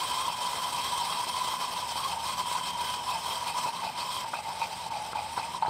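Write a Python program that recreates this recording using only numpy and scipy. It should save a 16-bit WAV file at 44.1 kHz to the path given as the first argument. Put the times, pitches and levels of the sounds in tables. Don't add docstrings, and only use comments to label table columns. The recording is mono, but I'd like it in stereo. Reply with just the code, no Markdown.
import sys
import numpy as np
from scipy import signal
from scipy.fft import rfft, irfft, next_fast_len
from scipy.io import wavfile
from scipy.ndimage import uniform_filter1d

SR = 44100
rng = np.random.default_rng(int(sys.argv[2]) if len(sys.argv) > 2 else 0)


def transcribe(signal):
    frames = np.atleast_2d(signal).T
    limited = np.clip(frames, -1, 1)
    pcm = np.round(limited * 32767).astype(np.int16)
    wavfile.write(sys.argv[1], SR, pcm)


N = 250929
T = np.arange(N) / SR


def gain_of(db):
    return 10 ** (np.asarray(db) / 20)


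def unit_rms(x):
    return x / np.sqrt(np.mean(x ** 2) + 1e-20)


def at_hz(points, hz):
    f, value = np.transpose(points)
    return np.interp(np.log(hz + 1), np.log(f + 1), value)


def curve(rows, column):
    return np.interp(T, np.transpose(rows)[0], np.transpose(rows)[column])


def coloured(spectrum, channels):
    size = next_fast_len(N)
    white = rfft(rng.standard_normal((channels, size)))
    shape = gain_of(at_hz(spectrum, np.fft.rfftfreq(size, 1 / SR)))
    return unit_rms(irfft(white * shape, size)[:, :N])


def wander(hz):
    return unit_rms(signal.sosfilt(signal.butter(2, hz, fs=SR, output="sos"), rng.standard_normal(N)))


def flutter(hz):
    drift = wander(hz)
    return unit_rms(drift - uniform_filter1d(drift, size=3000))


def resonate(x, hz, width_hz):
    turn = np.exp(2j * np.pi * np.cumsum(hz * np.ones(len(x))) / SR)
    pole = np.exp(-np.pi * width_hz / SR)
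    for _ in range(2):
        x = 2 * (turn * signal.lfilter([1 - pole], [1, -pole], x / turn)).real
    return x


def band(x, hz, width_hz):
    return unit_rms(resonate(x, hz, width_hz))


def humps(rows, column, rise):
    out = np.zeros(N)
    for row in rows:
        peak_s, half_s = row[:2]
        near = abs(T - peak_s) < 2 * half_s
        u = (T[near] - peak_s) / half_s
        u = np.clip(np.where(u < 0, u / rise, u / (2 - rise)), -1, 1)
        out[near] += row[column] * np.cos(np.pi / 2 * u).clip(0) ** 1.4
    return out


def patchy(x, depth_db):
    spectra = signal.stft(x, nperseg=512)[2]
    patches = uniform_filter1d(rng.standard_normal(spectra.shape[-2:]), size=8, axis=0)
    patches = unit_rms(uniform_filter1d(patches, size=6, axis=1))
    return signal.istft(spectra * gain_of(depth_db * patches), nperseg=512)[1][..., :N]


# frequency in Hz, relative density in dB.
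RUMBLE_SPECTRUM = [(20, -49), (48, -35), (62, -5.5), (110, 6), (170, 5), (210, 0), (290, -9), (450, -25),
                   (1200, -3.5), (4000, -84)]
# frequency in Hz, width in Hz, level in dB.
FAN_TONES = [(77.6, 2.8, -63), (175.2, 11, -60.5), (241.5, 18, -63.5)]
# frequency in Hz, relative density in dB.
DRAUGHT_SPECTRUM = [(300, -4.5), (800, 1.5), (1500, -3.5), (2500, 0.5), (5000, -16.5), (8500, -31),
                    (10500, -72), (15500, -49)]


def fan():
    rumble, *rumble_sides = coloured(RUMBLE_SPECTRUM, channels=3)
    tones = sum(gain_of(db) * band(rng.standard_normal(N), hz, width) for hz, width, db in FAN_TONES)
    rumble = unit_rms(rumble + 0.15 * np.array(rumble_sides))
    draught, *draught_sides = coloured(DRAUGHT_SPECTRUM, channels=3)
    draught = draught + 0.5 * np.array(draught_sides)
    return gain_of(-55.5) * rumble + tones + gain_of(-50) * draught


# time in seconds, first mode in Hz.
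COLUMN_PITCH = [(0.0, 1008), (0.04, 1025), (0.11, 980), (0.18, 1020), (0.25, 1046), (0.3, 955),
                (0.37, 1005), (0.42, 965), (0.47, 982), (0.55, 959), (0.6, 1007), (0.7, 1001), (0.77, 957),
                (0.89, 1067), (0.93, 959), (0.98, 1016), (1.04, 934), (1.09, 1006), (1.14, 1033),
                (1.19, 965), (1.27, 995.6), (1.4, 1000), (1.54, 1008), (1.65, 993), (1.76, 965),
                (1.82, 990), (1.85, 950), (1.95, 930), (2.01, 1069), (2.06, 1082), (2.11, 915), (2.17, 900),
                (2.23, 926), (2.26, 1027), (2.31, 1064), (2.36, 978), (2.45, 982.3), (2.55, 985),
                (2.62, 985), (2.69, 986), (2.79, 954), (2.92, 996.3), (3.04, 942), (3.09, 1009),
                (3.17, 898.4), (3.22, 967), (3.34, 1014), (3.5, 926), (3.58, 1009), (3.69, 919.3),
                (3.79, 1027), (3.87, 844), (3.9, 880), (3.94, 960), (4.03, 989), (4.12, 1000), (4.2, 1017),
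                (4.29, 878), (4.34, 917), (4.4, 839), (4.5, 909.7), (4.75, 874.6), (4.82, 936),
                (4.85, 860.4), (4.91, 936.6), (4.96, 821.8), (5.09, 895), (5.23, 840.4), (5.37, 973),
                (5.42, 867), (5.48, 903), (5.56, 998), (5.61, 898), (5.69, 902)]


def first_mode(roar, sputter, shake):
    hz = curve(COLUMN_PITCH, column=1) * shake
    core = band(roar, hz, width_hz=88)
    skirt = gain_of(1) * band(roar, 0.945 * hz, width_hz=272)
    whistle = gain_of(0.2 + 3 * flutter(hz=40.3)) * unit_rms(np.sin(2 * np.pi * np.cumsum(hz) / SR))
    shoulder = gain_of(-11) * band(rng.standard_normal(N), hz=1125, width_hz=120)
    growl = gain_of(-25 + 2 * sputter) * band(roar, hz=300, width_hz=180)
    return unit_rms(core + skirt + whistle + shoulder + growl), hz


def upper_modes(roar, first_hz, third_db):
    heat = (first_hz / np.median(first_hz)) ** 0.5
    third = gain_of(third_db + 2 * wander(hz=8.2)) * band(roar, 3114 * heat, width_hz=350)
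    fifth = gain_of(-14.5 + 2 * wander(hz=7.5)) * band(roar, 5300 * heat, width_hz=280)
    return third + fifth


# frequency in Hz, relative density in dB.
JET_SPECTRUM = [(150, -10), (400, -4), (1300, 1.5), (1800, 2.5), (2500, 5), (4000, -0.5), (5800, -1),
                (7000, -3.5), (8500, 0), (10300, -11), (13000, -12), (15500, -16)]


def jet(sputter, jet_db):
    fizz = gain_of(1.1 * sputter + 0.25 * wander(hz=302))
    air = coloured(JET_SPECTRUM, channels=3)
    treble = signal.sosfilt(signal.butter(2, 7000, "high", fs=SR, output="sos"), air)
    speed_db = uniform_filter1d(jet_db, size=8000)
    air = air + treble * (gain_of(0.38 * (speed_db - speed_db.max())) - 1)
    hiss, *side_hiss = unit_rms(patchy(air * fizz, depth_db=2))
    return hiss, np.array(side_hiss)


# time in seconds, first mode in dB, hiss in dB, third mode in dB re hiss.
BURN = [(0, -31, -36, -4), (.5, -32.5, -37, -5), (1.1, -32.5, -35.5, -5), (1.5, -32.5, -36.5, -5),
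        (1.9, -35, -36.5, -6.5), (2.3, -32, -35.5, -5), (2.9, -35, -37, -4), (3.35, -31, -35.5, -8.5),
        (3.8, -35.5, -42, -6.5), (4.15, -33.5, -40.5, -5), (4.3, -41, -44, -8), (4.8, -38.5, -42.5, -11.5),
        (5.25, -38, -44, -8.5), (5.56, -39.5, -40.5, -10), (5.62, -37, -50.5, -4), (5.69, -27.5, -54, 3)]


def flame():
    sputter = flutter(hz=34.2)
    shake = 1 + 0.012 * wander(hz=22)
    roar = rng.standard_normal(N) * gain_of(0.74 * sputter)
    first, first_hz = first_mode(roar, sputter, shake)
    upper = upper_modes(roar, first_hz, third_db=curve(BURN, column=3))
    roar_fall_db, jet_fall_db = lulls()
    whoosh, roar_rise_db, jet_rise_db = surges(roar, shake)
    roar_db = curve(BURN, column=1) + roar_rise_db - roar_fall_db
    jet_db = curve(BURN, column=2) + jet_rise_db - jet_fall_db
    hiss, side_hiss = jet(sputter, jet_db)
    tube = gain_of(roar_db) * first + gain_of(jet_db) * (hiss + upper) + whoosh
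    return tube, gain_of(jet_db) * side_hiss


# centre in seconds, half-length in seconds, roar fall in dB, hiss fall in dB.
LULLS = [(.08, 0.042, 4, -0.5), (.34, 0.11, 4, 3.5), (1.19, 0.02, 1.5, 2.5), (1.26, 0.021, 11, 5.5),
         (1.32, 0.022, 2.5, 4), (1.585, 0.034, 3.5, 4.5), (1.67, 0.059, 0, 4.5), (1.755, 0.019, 1.5, 3.5),
         (1.85, 0.043, 0, 6), (1.945, 0.023, 4.5, 5.5), (2.19, 0.092, 2.5, 6.5), (2.36, 0.027, 5.5, 6.5),
         (2.44, 0.04, 7, 6.5), (2.64, 0.061, 3, 7), (2.75, 0.067, 3.5, 7), (3.02, 0.084, 2.5, 6),
         (3.21, 0.089, 4.5, 4), (3.425, 0.09, 5.5, 4.5), (3.53, 0.03, 8, 7.5), (3.715, 0.028, 5, 4),
         (3.935, 0.052, 5, 5), (4.255, 0.017, -4.5, 5.5), (4.425, 0.047, 1.5, 3), (4.9, 0.015, 4, 14),
         (5.125, 0.011, 7, -0.5), (5.141, 0.014, 8, 9), (5.33, 0.057, 2, 0), (5.49, 0.038, -0.5, 5),
         (5.6, 0.032, 1, 3.5)]


def lulls():
    return humps(LULLS, column=2, rise=1.06), humps(LULLS, column=3, rise=1.06)


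# peak in seconds, half-length in seconds, roar rise in dB, hiss rise in dB,
# whoosh level in dB, streak level in dB.
SURGES = [(0.287, 0.051, 5, 1, -39, -55), (0.765, 0.053, -0.5, 0, -55, -53),
          (1.017, 0.062, 1, -1.5, -55, -45), (1.143, 0.087, 3, -1, -41, -49),
          (1.287, 0.025, -0.5, 1, -48, -53), (1.625, 0.05, 2.5, 2.5, -50, -48),
          (1.97, 0.036, 0.5, 3, -48, -46.5), (2.004, 0.077, 3.5, -2, -64, -66),
          (2.123, 0.027, 3, 0.5, -40.5, -48), (2.396, 0.037, 3.5, 1, -53, -49),
          (2.558, 0.024, 6, -0.5, -43, -48), (2.666, 0.045, 2, 5, -42.5, -46.5),
          (2.803, 0.033, 4.5, 0, -62, -48), (3.115, 0.081, 4, -1.5, -41, -49),
          (3.478, 0.073, 4, 3, -41, -58), (3.585, 0.072, 2, 2.5, -60, -59),
          (3.668, 0.023, 8, 2.5, -40, -56), (3.858, 0.05, 4, 1, -40, -48), (4.001, 0.031, 3, 4, -42, -42),
          (4.161, 0.1, -2.5, 3.5, -48, -66), (4.364, 0.053, 4, 1, -38, -55),
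          (4.494, 0.041, 7.5, 1, -51, -56), (4.621, 0.043, 9.5, 2, -35, -50),
          (4.954, 0.06, 5, -1.5, -43.5, -52), (5.172, 0.06, 6, 0, -37.5, -59),
          (5.387, 0.028, 6.5, 2, -48, -48), (5.415, 0.035, 3, -1, -39, -60), (5.55, 0.032, 5, -2, -60, -67),
          (5.627, 0.022, -5.5, 3.5, -54, -50.5), (5.675, 0.03, -0.5, 4, -51, -51)]


def surges(roar, shake):
    lag_s, sink_hz_per_s, streak_hz_per_s, rise = 0.0024, 89, 33400, 0.91
    whooshes = [(s + lag_s, half_s, gain_of(db)) for s, half_s, _, _, db, _ in SURGES]
    whoosh_hz = (2848 - sink_hz_per_s * T) * shake
    whoosh = humps(whooshes, column=2, rise=0.79) * band(roar, whoosh_hz, width_hz=380)
    peaks_s = np.transpose(SURGES)[0]
    nearest_s = peaks_s[np.searchsorted((peaks_s[1:] + peaks_s[:-1]) / 2, T)]
    streaks = [(s, half_s, gain_of(db)) for s, half_s, *_, db in SURGES]
    streak_hz = np.clip(4000 + streak_hz_per_s * (T - nearest_s), 3000, 5600)
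    streak = humps(streaks, column=2, rise=rise) * band(roar, streak_hz, width_hz=500)
    sound = (whoosh + streak) * gain_of(3 * wander(hz=251))
    return sound, humps(SURGES, column=2, rise=rise), humps(SURGES, column=3, rise=rise)


def struck(x, hz, width_hz):
    return resonate(x, hz, width_hz) * np.e * SR / (2 * np.pi * width_hz)


# start in seconds, ring level in dB, puff level in dB, snap level in dB.
FLARE_UPS = [(0.299, -23, -58, -38), (0.451, -23.5, -50, -35), (0.822, -40, -41, -38),
             (1.268, -24, -36, -36), (1.539, -19, -60, -40), (1.618, -25, -54, -32), (1.958, -34, -34, -45),
             (2.377, -26, -55, -42), (2.457, -22.5, -66, -41), (2.514, -24.5, -36, -34),
             (2.939, -28, -60, -29), (3.66, -33, -30.5, -34), (3.835, -30, -55, -30),
             (3.983, -26, -60, -29), (4.166, -22, -43, -38), (4.244, -29, -55, -31), (4.333, -28, -42, -28),
             (4.337, -23, -46, -22.5), (4.355, -33, -55, -33), (4.389, -24.5, -62, -37),
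             (4.617, -27, -49, -32), (4.92, -25.5, -44, -33), (5.132, -43, -39, -30),
             (5.156, -30, -35, -38), (5.377, -28, -35, -19), (5.387, -41, -35, -40),
             (5.396, -22.5, -43, -38), (5.546, -26, -61, -42), (5.6235, -15.5, -60, -29),
             (5.6302, -16, -53, -26), (5.649, -19, -58, -27), (5.661, -27, -58, -23),
             (5.682, -27, -25, -34)]


def pops():
    spit_s, puff_s = 0.004, 0.00037
    kicks, puffs, snaps = np.zeros((3, N))
    for start_s, *levels_db in FLARE_UPS:
        i = round(start_s * SR)
        kicks[i], puffs[i], snaps[i] = gain_of(levels_db)
    spit = gain_of(-16) * signal.lfilter([1], [1, -np.exp(-1 / (spit_s * SR))], snaps)
    snap = struck(snaps + spit * rng.standard_normal(N), hz=1200, width_hz=800)
    ring = struck(kicks, curve(COLUMN_PITCH, column=1), width_hz=160)
    shove = signal.windows.hann(17) / 8
    u = np.arange(1500) / SR / puff_s
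    puff = np.e * u * (2 - u) * np.exp(-u)
    return signal.oaconvolve(ring + snap, shove)[:N] + signal.oaconvolve(puffs, puff)[:N]


# left delay in ms, right delay in ms, left gain, right gain.
PATHS = [(0, 0.223, 1.487, 1), (1.508, 1.544, 0.27, 0.27), (1.56, 1.68, -0.08, -0.069),
         (1.836, 1.941, 0.16, 0.33), (2.38, 2.44, 0.022, 0.15)]
# frequency in Hz, gain in dB.
SIDE_HISS_GAIN = [(1000, -24), (3000, -10), (6000, -6), (10000, -4), (15000, 1)]
# frequency in Hz, gain in dB.
RIGHT_SHADING = [(600, 0.14), (1200, 0), (2200, -0.5), (4000, 1), (9000, -2.5), (12000, -0.5),
                 (15500, -9.5)]


def microphone_pair(tube, side_hiss):
    size = next_fast_len(N + SR // 10)
    hz = np.fft.rfftfreq(size, 1 / SR)
    left = sum(gain * np.exp(-2j * np.pi * hz * ms / 1000) for ms, _, gain, _ in PATHS)
    right = sum(gain * np.exp(-2j * np.pi * hz * ms / 1000) for _, ms, _, gain in PATHS)
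    heard = rfft(tube, size) * np.array([left, right])
    heard += rfft(side_hiss, size) * gain_of(at_hz(SIDE_HISS_GAIN, hz))
    heard[1] *= gain_of(at_hz(RIGHT_SHADING, hz))
    return irfft(heard, size)[:, :N]


# frequency in Hz, T60 in seconds.
CUPBOARD_T60 = [(200, 0.14), (1000, 0.12), (4000, 0.077), (12000, 0.03)]


def cupboard(tube):
    hz, t, spectra = signal.stft(rng.standard_normal((2, SR // 2)), SR, nperseg=256)
    decay = gain_of(-60 * t / at_hz(CUPBOARD_T60, hz)[:, None])
    tail = signal.istft(spectra * decay, SR, nperseg=256)[1]
    tail[:, :130] = 0
    return signal.fftconvolve(tube[None], tail / np.linalg.norm(tail[0]), axes=1)[:, :N]


def scene():
    burn, side_hiss = flame()
    tube = burn + pops()
    return microphone_pair(tube, side_hiss) + gain_of(-21) * cupboard(tube) + fan()


def record(dry):
    low_hz, high_hz = 48, 15700
    thin = signal.sosfilt(signal.butter(3, low_hz, "high", fs=SR, output="sos"), dry)
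    lowpass = signal.firwin(1023, high_hz, window=("kaiser", 9), fs=SR)
    return signal.oaconvolve(thin, lowpass[None], "same")


dry = scene()
out = record(dry)
transcribe(out)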